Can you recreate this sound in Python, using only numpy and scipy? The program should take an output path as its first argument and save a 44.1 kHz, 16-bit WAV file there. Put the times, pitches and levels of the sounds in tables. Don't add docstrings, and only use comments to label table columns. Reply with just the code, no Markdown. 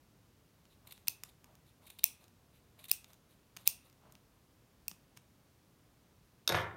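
import sys
import numpy as np
from scipy import signal
from scipy.fft import rfft, irfft
from scipy.io import wavfile

SR = 44100
rng = np.random.default_rng(int(sys.argv[2]) if len(sys.argv) > 2 else 0)


def unload_wav(signal):
    wavfile.write(
        sys.argv[1],
        SR,
        np.round(np.clip(np.atleast_2d(signal).T, -1, 1) * 32767).astype(np.int16),
    )


N = 298452

# (snap time [s], energy [dB], contact time [s],
# brightness [dB per octave], squeeze before the snap [s])
CUTS = [(1.0822, -1.3, .0007, -1.0, .24), (2.0411, 5.4, .00055, .8, .23), (2.9143, 3, .0007, .4, .14),
        (3.6752, 5.8, .0008, .4, .11), (4.8810, -9.7, .0008, -.3, 0)]
# (frequency [Hz], width of each filter pass [Hz], share of the energy [dB])
PLASTIC = [(170, 99.4, -15), (993, 1600, -7.5), (2319, 3400, -1), (5100, 3700, 0), (6600, 550, -5),
           (8900, 1100, -5), (13690, 3000, -2)]
# (frequency [Hz], width of each filter pass [Hz], share of the energy [dB])
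YARN = [(85.14, 140, -2), (599.5, 250, -5), (980, 510, -2.5), (2200, 2200, -12)]
OPEN_DELAY_S = .15


def from_db(db):
    return 10 ** (np.asarray(db) / 20)


def unit_energy(x):
    return x / np.sqrt(np.sum(x ** 2) + 1e-20)


def at_hz(known_hz, values, hz):
    return np.interp(np.log(np.maximum(hz, 1)), np.log(known_hz), values)


def add(track, s, sound):
    at = int(s * SR)
    track[at:at + len(sound)] += sound[:max(N - at, 0)]


def resonate(force, hz, width, db):
    r = np.exp(-np.pi * width / SR)
    zeros = [1, 0, -1]
    poles = [1, -2 * r * np.cos(2 * np.pi * hz / SR), r * r]
    once = signal.lfilter(zeros, poles, force + 1e-18)
    twice = signal.lfilter(zeros, poles, once)
    return from_db(db) * unit_energy(twice)


def tilted(share_db, brightness_db, hz):
    return share_db + brightness_db * np.log2(hz)


def strike(blows, body, chatter_db):
    out = np.zeros(N)
    t = np.arange(SR // 10) / SR
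    for s, db, contact_s, brightness_db in blows:
        sound = 0
        settling = np.exp(-t / (2 * contact_s))
        for hz, width, share_db in body:
            chatter = rng.standard_normal(len(t)) * settling
            force = from_db(chatter_db) * unit_energy(chatter)
            force[int(contact_s * rng.random() * SR)] += rng.choice([-1, 1])
            sound = sound + resonate(force, hz, width, tilted(share_db, brightness_db, hz))
        add(out, s, from_db(db) * unit_energy(sound))
    return out


def scrape(strokes, body, fibres_per_s, spread_db, colour_db=0):
    out = np.zeros(N)
    t = np.arange(SR // 4) / SR
    for s, length, db in strokes:
        swell = t / length * np.exp(-(2 * t / length) ** 2 / 2)
        sound = 0
        for hz, width, share_db in body:
            happens = rng.random(len(t)) < fibres_per_s / SR
            slips = happens * rng.standard_normal(len(t))
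            sizes = from_db(spread_db * rng.standard_normal(len(t)))
            stroke_share_db = share_db + colour_db * rng.standard_normal()
            sound = sound + resonate(slips * sizes * swell, hz, width, stroke_share_db)
        add(out, s, from_db(db) * np.sqrt(length * SR) * unit_energy(sound))
    return out


def room(x, walls_s, near_db, early_db, early_s):
    # (frequency [Hz], reverberation time T60 [s], relative level [dB])
    decay = [(100, 1, 0), (500, 0.45, 0.5), (1611, .52, 1.5), (2600, .36, 0), (3770, .32, 3),
             (5550, 0.23, -3), (7000, .28, 2), (9200, .25, 1.5), (11030, .24, 1.5), (15000, 0.16, -2)]
    band_hz, t60, level_db = np.transpose(decay)
    t = np.arange(SR * 3 // 4) / SR
    since = np.maximum(t - walls_s, 0)
    edges = np.geomspace(60, 17000, 21)
    tail = 0
    for low, high in zip(edges, edges[1:]):
        hz = np.sqrt(low * high)
        band_filter = signal.butter(2, [low, high], "band", fs=SR, output="sos")
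        band = signal.sosfilt(band_filter, rng.standard_normal(len(t)))
        fading = np.exp(-np.log(1000) * since / at_hz(band_hz, t60, hz))
        tail = tail + band * from_db(at_hz(band_hz, level_db, hz)) * fading
    wall_echoes = 1 + from_db(early_db) * np.exp(-since / early_s)
    build_up = np.where(t < walls_s, from_db(near_db), wall_echoes)
    return signal.oaconvolve(x, unit_energy(tail * build_up))[:N]


def room_tone():
    # (frequency [Hz], relative spectral density [dB per Hz])
    density = [(15, -45), (25, -12.5), (53, -3), (120, -1), (153, -3.5), (223, -7), (293, -8.5), (317, -10),
               (796, -18), (1020, -18), (1740, -23), (6210, -27.5), (7710, -30), (14800, -30),
               (16000, -32.5)]
    level_db = -67
    colour = from_db(at_hz(*np.transpose(density), np.arange(N // 2 + 1) * SR / N))
    noise = irfft(rfft(rng.standard_normal(N)) * colour, N)
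    return from_db(level_db) * np.sqrt(N) * unit_energy(noise)


def table_boom():
    # (frequency [Hz], level [dB], decay time T60 [s])
    bending = [(52, -53, 0.45), (84.2, -38, 0.6), (106.5, -35.5, 0.6), (156, -35, 0.43)]
    start_s, rise_s = 6.512, .012
    t = np.maximum(np.arange(N) / SR - start_s, 0)
    modes = 0
    for hz, db, t60 in bending:
        modes = modes + from_db(db) * np.sin(2 * np.pi * hz * t) * np.exp(-np.log(1000) * t / t60)
    return modes * (1 - np.exp(-t / rise_s))


def putting_down():
    # (time [s], energy [dB], contact time [s], brightness [dB per octave])
    clink_blows = [(6.4763, -0.5, 0.00072, -1.5), (6.4908, -5, 0.0014, -1), (6.5220, -15.5, .003, 0.5),
                   (6.550, -18.5, 0.0046, 0)]
    # (time [s], energy [dB])
    rocking = [(6.4770, -20), (6.4920, -12.5), (6.4990, -7), (6.5214, -6.5), (6.5450, -3.5), (6.5495, -7),
               (6.5750, -12.5), (6.585, -12.5)]
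    # (frequency [Hz], width of each filter pass [Hz], share of the energy [dB])
    steel = [(1320, 720, -13.5), (2600, 480, -10.5), (3664, 440, 0.5), (4850, 1400, -3), (5290, 860, -3.5),
             (6520, 1060, -7.5), (8800, 460, -9.5), (9540, 1400, -12.5), (11540, 120, -7.5),
             (13200, 1400, -9.5), (15000, 600, -17)]
    table = [(145, 184, -9), (348, 88, -3), (416, 143, -1), (526, 100, -1.5), (690, 215, 1),
             (922, 144, -0.5), (1090, 230, 1.5), (1350, 340, 3), (1723, 270, 1), (2090, 700, 2),
             (2770, 900, -3), (3460, 1000, -4.5), (5600, 2600, -12)]
    contact_s, brightness_db = .001, -1.6
    rattle_start_s, rattle_s, rattle_db, rattle_steel_db = 6.535, .08, -44, -54

    clinks = strike(clink_blows, steel, chatter_db=4.0)
    steel_rattle = [(rattle_start_s, rattle_s, rattle_steel_db)]
    clinks = clinks + scrape(steel_rattle, steel, fibres_per_s=1800, spread_db=10)

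    knock_blows = [(s, db, contact_s, brightness_db) for s, db in rocking]
    knocks = strike(knock_blows, table, chatter_db=-2.5)
    table_rattle = [(rattle_start_s, rattle_s, rattle_db)]
    knocks = knocks + scrape(table_rattle, table, fibres_per_s=900, spread_db=3)

    into_room = from_db(-2.5) * knocks + from_db(-11.0) * clinks
    echo = room(into_room, walls_s=.015, near_db=-0.5, early_db=-26, early_s=0.02)
    return clinks + knocks + table_boom() + echo


def regripping():
    # (time [s], level [dB])
    shifts = [(1.42, -71.5), (4.0, -67.5)]
    length_s = 0.14
    return scrape([(s, length_s, db) for s, db in shifts], YARN, fibres_per_s=5000, spread_db=4.5)


def withdrawing():
    # (time [s], length [s], level [dB])
    grazes = [(5.162, 0.019, -62)]
    brightness_db = -3.5
    dull_plastic = [(hz, width, tilted(db, brightness_db, hz)) for hz, width, db in PLASTIC]
    return scrape(grazes, dull_plastic, fibres_per_s=1500, spread_db=4)


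def ticking(count):
    # (time [s], energy [dB], brightness [dB per octave])
    clear_ticks = [(.654, -41.5, -3.5), (0.9776, -39, -2), (1.2354, -18.5, 1), (1.4431, -34.5, -0.5),
                   (1.5532, -40, 1), (3.044, -30.5, -2), (3.1045, -40, -5), (3.1328, -36, 2),
                   (3.5659, -27, -2), (3.5704, -23.5, -2), (4.123, -35.5, 4), (4.1527, -34.5, -3.5),
                   (4.914, -25.5, -3.5), (5.1730, -30.5, -1)]
    contact_s = .0009
    faint_db, faint_spread_db, faint_within_s = -43, 2.5, .12
    blows = [(s, db, contact_s, brightness_db) for s, db, brightness_db in clear_ticks]
    for s, *_, squeeze_s in CUTS:
        if squeeze_s > 0:
            times = s + OPEN_DELAY_S + faint_within_s * rng.random(count)
            blows += [(at, rng.normal(faint_db, faint_spread_db), contact_s, 0) for at in times]
    return strike(blows, PLASTIC, chatter_db=-6.0)


def cutting():
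    # (frequency [Hz], width of each filter pass [Hz], share of the energy [dB])
    blade_shear = [(844, 1100, -10.5), (2450, 1300, -1), (3740, 1000, 1.5), (7500, 4100, -3),
                   (9600, 1700, -1.5), (11400, 1000, -1.5), (13900, 2000, .5)]
    # (time [s], length [s], level [dB])
    strands = [(.8705, .0062, -54), (.907, .010, -56), (.921, .0065, -49), (1.071, .004, -44.5),
               (1.287, .012, -64), (1.864, .016, -58.5), (1.900, .0065, -51), (1.986, .009, -49.5),
               (2.787, .018, -62), (2.839, .0077, -51.5), (2.850, .0097, -55.5), (2.8826, .0086, -53),
               (2.893, .0094, -48), (3.564, .0074, -53), (3.654, .018, -53)]
    nose_lead_s, nose_s, nose_db = .39, .06, -74.5
    squeeze_share, squeeze_db = .65, -69.5
    shear_lead_s, shear_s, shear_below_snap_db = .0075, .011, -48.5
    open_s, open_db = 0.065, -73
    rustle_lead_s, rustle_s, rustle_db, open_rustle_db = .015, .085, -70.5, -74

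    strokes, rubs = list(strands), []
    for s, db, _, _, squeeze_s in CUTS:
        if squeeze_s > 0:
            squeeze_at, open_at = s - squeeze_s, s + OPEN_DELAY_S
            strokes += [(s - nose_lead_s, nose_s, nose_db),
                        (squeeze_at, squeeze_share * squeeze_s, squeeze_db),
                        (s - shear_lead_s, shear_s, db + shear_below_snap_db),
                        (open_at, open_s, open_db)]
            rubs += [(squeeze_at - rustle_lead_s, rustle_s, rustle_db),
                     (open_at, rustle_s, open_rustle_db)]
    crunch = scrape(strokes, blade_shear, fibres_per_s=2200, spread_db=4.0, colour_db=1.5)
    rustle = scrape(rubs, YARN, fibres_per_s=5000, spread_db=4.5)
    return crunch + rustle


def handling():
    close = cutting() + regripping() + withdrawing() + ticking(count=2)
    echo = room(from_db(-15) * close, walls_s=0.011, near_db=-7, early_db=-5.0, early_s=0.011)
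    return close + echo


def snaps(count):
    # (frequency [Hz], width of each filter pass [Hz], share of the energy [dB])
    scissor_body = [(120, 290, -27), (806, 690, -19), (2590, 390, -5), (3370, 790, -13), (4740, 1400, -5),
                    (5650, 1200, 0.5), (7200, 1800, -8), (8477, 1300, -5), (9350, 970, -2.5),
                    (11650, 2200, -1.5), (13900, 1600, 3.5), (14947, 1200, 4.5)]
    blows = [cut[:-1] for cut in CUTS]
    direct, *outward = [strike(blows, scissor_body, chatter_db=-3.5) for _ in range(count)]
    echo = 0
    for way in outward:
        echo = echo + room(from_db(-20.5) * way, walls_s=0.011, near_db=-7.5, early_db=-2.5, early_s=.012)
    return direct + echo


def scene():
    return (room_tone() + putting_down() + handling() + snaps(count=4))[None]


def record(dry):
    cutoff_hz = 16200
    bass_cut = signal.butter(3, 33, "high", fs=SR, output="sos")
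    top_cut = signal.ellip(10, .2, 70, cutoff_hz, fs=SR, output="sos")
    thinned = signal.sosfilt(bass_cut, dry)
    return signal.sosfilt(top_cut, thinned)


dry = scene()
out = record(dry)
unload_wav(out)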